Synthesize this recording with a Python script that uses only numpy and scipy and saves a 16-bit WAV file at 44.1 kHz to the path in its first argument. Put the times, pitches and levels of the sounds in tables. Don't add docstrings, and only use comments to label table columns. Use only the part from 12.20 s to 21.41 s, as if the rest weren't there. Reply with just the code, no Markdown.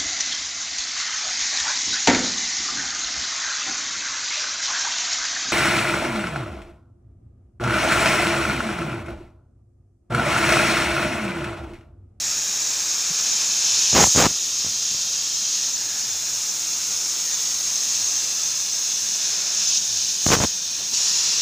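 import sys
import numpy as np
from scipy import signal
from scipy.fft import rfft, irfft
from scipy.io import wavfile
from scipy.ndimage import uniform_filter1d

SR = 44100
rng = np.random.default_rng(int(sys.argv[2]) if len(sys.argv) > 2 else 0)


def volts_from_decibels(level):
    exponent = np.asarray(level, float) / 20
    return 10 ** exponent


def waveform_to_disk(signal):
    frames = np.transpose(np.atleast_2d(signal))
    scaled = np.clip(frames, -1, 1) * 32767
    samples = np.round(scaled).astype(np.int16)
    wavfile.write(sys.argv[1], SR, samples)


N = 406161

# t/s, gas splash on the sheet level/dB, kerf opening level/dB, # nozzle stand-off
# gap above the sheet level/dB
CUT = [(0, -24, 3.5, 2), (.9, -23, 4, 0.5), (1.7, -21, 3.5, 0), (2.15, -25, -1, 0), (3.3, -25.5, -1, -1),
       (3.7, -26, 1, 0.8), (4.2, -24.5, 1, 2.7), (5.3, -23.5, 1.5, 2.5), (6.05, -23, 1.5, 1.8),
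       (6.4, -24.5, 0, 1.5), (6.98, -23.5, 1, 0.5), (7.2, -24.5, 4.5, -1.7), (7.62, -25, -1.5, -0.5),
       (8.05, -25.5, -1.5, 0), (8.45, -29, -2.5, -2), (8.72, -27, -1.5, -0.2), (8.8, -26.5, 1.5, 0.5),
       (9.21, -28, 3, -2.5)]
# t/s, length/s, build-up/s, level/dB
SURGES = [
    (.95, 0.31, .15, 1.5),
    (1.42, 0.4, 0.048, 3),
    (2.384, .14, 0.054, 1),
    (2.55, 0.28, .1, 1),
    (3.098, 0.38, 0.42, 2.5),
    (5.1, 0.15, .05, 0.7),
    (5.55, 0.29, 0.11, 1),
    (7.302, 0.283, 0.29, 6.5),
    (7.678, 0.25, .08, 2.5),
    (8.73, .6, .008, 8.5),
]
SURGE_DROP_S = 0.0067
# t/s, half width/s, level/dB
GLANCES = [
    (1.845, 0.048, 9.5),
    (1.98, 0.079, 9),
    (8.066, 0.035, 7),
    (8.125, 0.038, 8.5),
    (8.235, 0.042, 5),
]
CORE_FOLLOWS = (1.15, 0.01, 0.11, 0.44, 1.04)
ROAR_FOLLOWS = (1.12, -0.23, -0.83, 0.93, 0.38)
RUSH_FOLLOWS = (.1, 1.07, .01, 0.31, .3)
SHOULDER_FOLLOWS = (0.19, .05, .8, 0.59, 0.78)
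FIZZ_FOLLOWS = (0.072, 0.088, 1, 0.1, 0.75)
SPLASH_MEAN_DB = -26.5

# f/Hz, level/dB per Hz
HISS = [(290, -52), (500, -26), (1390, -18.5), (1700, -18.5), (1930, -20), (2500, -18), (3240, -14),
        (4070, -12.5), (4440, -9.5), (6360, -1.5), (7450, -8), (8980, -22.5), (10800, -24.5),
        (12500, -30.5), (15500, -21)]
# f/Hz, width/Hz, level/dB
KERF_RESONANCES = [(2543, 210, 4), (3640, 200, 4), (4110, 160, 4.5), (5384, 350, 3.5), (7320, 290, 0.5),
                   (13500, 600, 3)]
# t/s, lower f/Hz, middle f/Hz, upper f/Hz
NOTCHES = [(0, 9440, 12300, 12600), (2.3, 9360, 12150, 12500), (4, 9300, 12000, 12700),
           (5.5, 9000, 11650, 12600), (6.5, 8800, 11600, 12400), (7.5, 9180, 11700, 12700),
           (8.7, 9000, 11800, 12800), (8.76, 9500, 11750, 12200), (9.21, 9650, 11600, 12100)]
RIDGE_RATIO = 0.712
TROUGH_RATIO = .845
# middle t/s, half length/s, f/Hz, level over the hiss/dB
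WHISTLES = [
    (3.93, .08, 3510, 7),
    (5.22, .1, 3520, 5),
    (1.46, 0.33, 2580, 7),
    (4.6, .2, 2570, 4),
    (5.1, .06, 1830, 8.5),
    (3.7, .1, 1750, 7.5),
    (8.5, 0.2, 3620, 7),
]
WHISTLE_WIDTH_HZ = 60.

# t/s, length/s, buffeting level/dB, brightness level/dB
GUSTS = [(1.737, .012, -21.5, -23), (1.755, 0.0845, -18.5, -5), (1.851, 0.026, -21.5, -19.5),
         (1.977, 0.051, -18, -2), (2.003, .062, -19, 0), (2.075, .04, -33, -17), (2.445, 0.064, -41, -25),
         (2.71, .045, -42, -25), (8.59, .035, -43, -11), (8.73, .008, -43, -8), (8.079, .035, -23, -16.5),
         (8.116, 0.035, -17, -7.5), (8.161, 0.021, -23, -23), (8.204, 0.041, -17.5, -17.5)]
GUST_RISE_DB_S, GUST_FALL_DB_S = 894, 1095
DULL_EDGES = 0.44
PUSH = .45
EDDIES_PER_S = 170
# t/s, jump level/dB, push 1 or pull -1
POPS = [(1.7307, -10.5, -1), (1.7494, -11, -1), (1.7637, -7, -1), (1.742, -15, 1), (1.828, -7, 1),
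        (1.8414, -3, -1), (1.8706, -13.5, 1), (1.9511, -12.5, 1), (1.9609, -5, 1), (1.9757, -3, 1),
        (1.9887, -15, 1), (2.0668, -6, 1), (2.4472, -21, 1), (2.4654, -20.5, -1), (2.716, -29.5, -1),
        (2.746, -26, 1), (8.0644, -5.5, 1), (8.0665, -2.5, -1), (8.0785, -23, 1), (8.0891, -7, -1),
        (8.1042, -3, -1), (8.1675, -8, -1), (8.174, -11, -1), (8.189, -10, -1), (8.2033, -12, 1),
        (8.2157, -12, -1), (8.228, -18, 1), (8.2385, -4, 1), (8.2472, -8, 1), (8.251, -9, 1)]
# f/Hz, level/dB
PORT = [(30, -4.5), (2000, 7), (4000, 12.5), (6500, 22), (8500, 14.5), (12200, 8), (15000, 25)]

# t/s, peak level/dB, f/Hz, length/s
THUMP = (.899, -33, 165, .026)
# f/Hz, level/dB per Hz
SHOP = [(15, -55), (25, -34), (69, -21.5), (83, -8.5), (102, -12), (134, -9.5), (195, -0.5), (227, -4.5),
        (619, -6.5), (900, -7.5), (1170, -34), (1980, -120)]
SHOP_DB, DRAUGHT_FOLLOWS = -48.5, 0.84
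# f/Hz, relative level/dB
HUM = [(100, -64), (116, -66), (200, -69)]

# t/s, centre f/Hz
FILLS = [(.427, 7550), (.43, 11700), (.499, 7500), (.849, 14100), (1.127, 5700), (1.127, 11650),
         (2.891, 8950), (2.891, 11600), (2.988, 4700), (3.146, 5750), (3.542, 10350), (3.545, 6300),
         (3.59, 8250), (3.681, 12750), (3.751, 11000), (3.79, 7900), (3.798, 12000), (3.84, 5200),
         (3.843, 8950), (3.911, 7250), (3.912, 14100), (4.052, 10350), (4.301, 5800), (4.306, 12400),
         (5.139, 6400), (6.282, 8300), (6.699, 7600), (7.488, 4700), (7.489, 6300), (8.372, 14400)]
FILL_WIDTH_HZ = 1500
EDGE_HZ = 15510


def evened(x):
    return x / np.sqrt(np.mean(x ** 2) + 1e-20)


def read(points, hz):
    f, value = np.transpose(points)
    return np.interp(np.log(hz + 1), np.log(f + 1), value)


def bump(hz, lo_hz, hi_hz, soft=.08):
    rise = np.tanh(np.log((hz + 1) / lo_hz) / soft)
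    fall = np.tanh(np.log(hi_hz / (hz + 1)) / soft)
    return (1 + rise) * (1 + fall) / 4


def dip(hz, centre_hz, width_hz):
    return np.exp(-((hz - centre_hz) / width_hz) ** 2)


def noise(field_db, size):
    a, b = rng.standard_normal(field_db.shape + (2,)).T
    spectra = a + 1j * b
    overlap = size * 3 // 4
    flat = signal.istft(spectra, nperseg=size, noverlap=overlap)[1]
    shaped = signal.istft(spectra * volts_from_decibels(field_db.T), nperseg=size, noverlap=overlap)[1]
    return shaped[:N] / flat.std()


def patches(shape, long, wide):
    stretched = uniform_filter1d(rng.standard_normal(shape), long, 0)
    return evened(uniform_filter1d(stretched, wide, 1))


def flow(t):
    s, splash_db, open_db, gap_db = np.transpose(CUT)
    surge_db = np.zeros(len(t))
    for at, length, rise, db in SURGES:
        ramp = np.minimum((t - at) / rise, (at + length - t) / SURGE_DROP_S)
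        surge_db += db * np.clip(ramp, 0, 1)
    glance_db = sum(db * np.exp(-((t - at) / width) ** 2) for at, width, db in GLANCES)
    splash_db = np.interp(t, s, splash_db) - SPLASH_MEAN_DB
    return np.array([splash_db, np.interp(t, s, open_db), np.interp(t, s, gap_db), surge_db, glance_db])


def gas():
    hz = np.fft.rfftfreq(512, 1 / SR)
    t = np.arange(N // 128 + 5) * 128 / SR
    follows = np.array([CORE_FOLLOWS, ROAR_FOLLOWS, RUSH_FOLLOWS, SHOULDER_FOLLOWS, FIZZ_FOLLOWS])
    core_db, *others = (follows @ flow(t))[:, :, None]
    roar_db, rush_db, shoulder_db, fizz_db = others - core_db

    shape_db = read(HISS, hz) + sum(db * dip(hz, f, width) for f, width, db in KERF_RESONANCES)
    main_power = np.mean(volts_from_decibels(2 * shape_db) * (hz > 5000) * (hz < 7600))
    field = shape_db - 10 * np.log10(main_power) + SPLASH_MEAN_DB + core_db
    field = field + roar_db * bump(hz, 2500, 6460) + rush_db * bump(hz, 100, 2580)
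    field = field + shoulder_db * bump(hz, 8100, 10000) + fizz_db * bump(hz, 12000, 20000)
    field = field - 16. * bump(hz, 1, 710)

    s, *tracks = np.transpose(NOTCHES)
    low_hz, middle_hz, high_hz = (np.interp(t, s, track)[:, None] for track in tracks)
    field = field + 4.2 * dip(hz, RIDGE_RATIO * low_hz, 360.)
    field = field - 3.5 * dip(hz, TROUGH_RATIO * low_hz, 330.)
    field = field - 5.5 * dip(hz, low_hz, 180.)
    field = field - 6.0 * dip(hz, middle_hz, 230.) - 4.5 * dip(hz, high_hz, 200.)

    for s, half, f, db in WHISTLES:
        swell = np.exp(-((t[:, None] - s) / half) ** 4)
        field = field + db * swell * dip(hz, f, WHISTLE_WIDTH_HZ)

    combs = patches(field.shape, long=330, wide=2)
    field = field + 1.5 * (combs - uniform_filter1d(combs, size=12, axis=1))
    field = field + .5 * patches(field.shape, long=26, wide=8)
    field = field + .5 * patches(field.shape, long=5, wide=120)
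    return noise(field, size=512)


def jolt(x, leak_hz, edge_hz, vent_hz=70.):
    rounded = signal.lfilter(*signal.butter(1, edge_hz, fs=SR), x)
    relaxed = signal.lfilter([1], [1, -np.exp(-2 * np.pi * leak_hz / SR)], rounded)
    return signal.sosfilt(signal.butter(3, vent_hz, "high", fs=SR, output="sos"), relaxed)


def coloured(x, points):
    hz = np.fft.rfftfreq(2048, 1 / SR)
    log_gain = np.log(volts_from_decibels(read(points, hz)))
    circle = np.concatenate([log_gain, log_gain[-2:0:-1]])
    response = np.exp(circle - 1j * signal.hilbert(circle).imag)
    return signal.oaconvolve(x, np.fft.ifft(response).real)[:len(x)]


def gusts():
    t = np.arange(N) / SR
    level, sharp = np.zeros(N), np.zeros(N)
    for s, length, level_db, bright_db in GUSTS:
        before_db = (s - t) * GUST_RISE_DB_S
        after_db = (t - s - length) * GUST_FALL_DB_S
        off_db = np.maximum(np.maximum(before_db, after_db), 0)
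        gust = volts_from_decibels(level_db - np.minimum(off_db, 200))
        bright = volts_from_decibels(bright_db + 7.5) * (gust / volts_from_decibels(level_db)) ** DULL_EDGES
        sharp = np.where(gust > level, bright, sharp)
        level = np.maximum(gust, level)
    return level, np.clip(sharp, 0, 1)


def buffeting():
    level, share = gusts()
    size = volts_from_decibels(3.0 * np.minimum(rng.exponential(1, N), 2.5)) * rng.choice([-1., 1.], N)
    jumps = jolt(size * (rng.random(N) < 1500 / SR), leak_hz=500., edge_hz=2600.)
    push = jolt(uniform_filter1d(rng.standard_normal(N), size=40), leak_hz=90., edge_hz=130.)
    crackle = volts_from_decibels(-1.0) * share * evened(jumps)
    sway = PUSH * np.sqrt(1 - share ** 2) * evened(push)
    dense = level * (crackle + sway)

    single = level * np.sqrt(share) * size * (rng.random(N) < EDDIES_PER_S / SR)
    s, jump_db, sense = np.transpose(POPS)
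    at = np.round((s - .0002) * SR).astype(int)
    single[at] = volts_from_decibels(jump_db - 3.0) * np.sign(sense)
    return coloured(dense + jolt(single, leak_hz=60., edge_hz=1700.), PORT)


def thump():
    s, peak_db, hz, length = THUMP
    u = np.clip((np.arange(N) / SR - s) / length, 0, 1)
    return volts_from_decibels(peak_db) * np.sin(np.pi * u) * np.sin(2 * np.pi * hz * length * u)


def mains_hum():
    t = np.arange(N) / SR
    waver = evened(uniform_filter1d(rng.standard_normal((len(HUM), N)), 6000, 1))
    hum = np.zeros(N)
    for (f, db), w in zip(HUM, waver):
        hum += volts_from_decibels(db + 6.5 + 3.7 * w) * np.sin(2 * np.pi * f * t + 1.43 * w)
    return hum


def shop():
    hz = np.fft.rfftfreq(2048, 1 / SR)
    field = read(SHOP, hz) + 1.4 * patches((N // 512 + 5, len(hz)), long=40, wide=2)
    s, _, open_db, _ = np.transpose(CUT)
    frame_t = np.arange(len(field)) * 512 / SR
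    draught_db = DRAUGHT_FOLLOWS * np.interp(frame_t, s, open_db)[:, None]
    field = field + draught_db * bump(hz, 290, 3000)
    return volts_from_decibels(SHOP_DB) * evened(noise(field, size=2048)) + mains_hum()


def scene():
    return np.tile(gas() + buffeting() + thump() + shop(), (2, 1))


def fills(x):
    side, hz = np.zeros(N), np.fft.rfftfreq(2048, 1 / SR)
    for s, centre_hz in FILLS:
        at = round(s * SR) - 1024
        earlier = rfft(x[at - 4096:at - 2048])
        band = (abs(hz - centre_hz) < FILL_WIDTH_HZ / 2) * (hz > 4220)
        side[at:at + 2048] += irfft(earlier * band) * signal.windows.hann(2048)
    return volts_from_decibels(-.6) * side


def top_cut(x):
    return signal.sosfilt(signal.butter(12, 16520, fs=SR, output="sos"), x)


def record(dry):
    soft = np.tanh(dry[0] / 1.187)
    low_pass = signal.firwin(1023, EDGE_HZ, window=("kaiser", 9), fs=SR)
    soft = signal.oaconvolve(soft, low_pass, "same")
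    side = fills(soft)
    return top_cut(np.array([soft + side, soft - side]))


dry = scene()
out = record(dry)
waveform_to_disk(out)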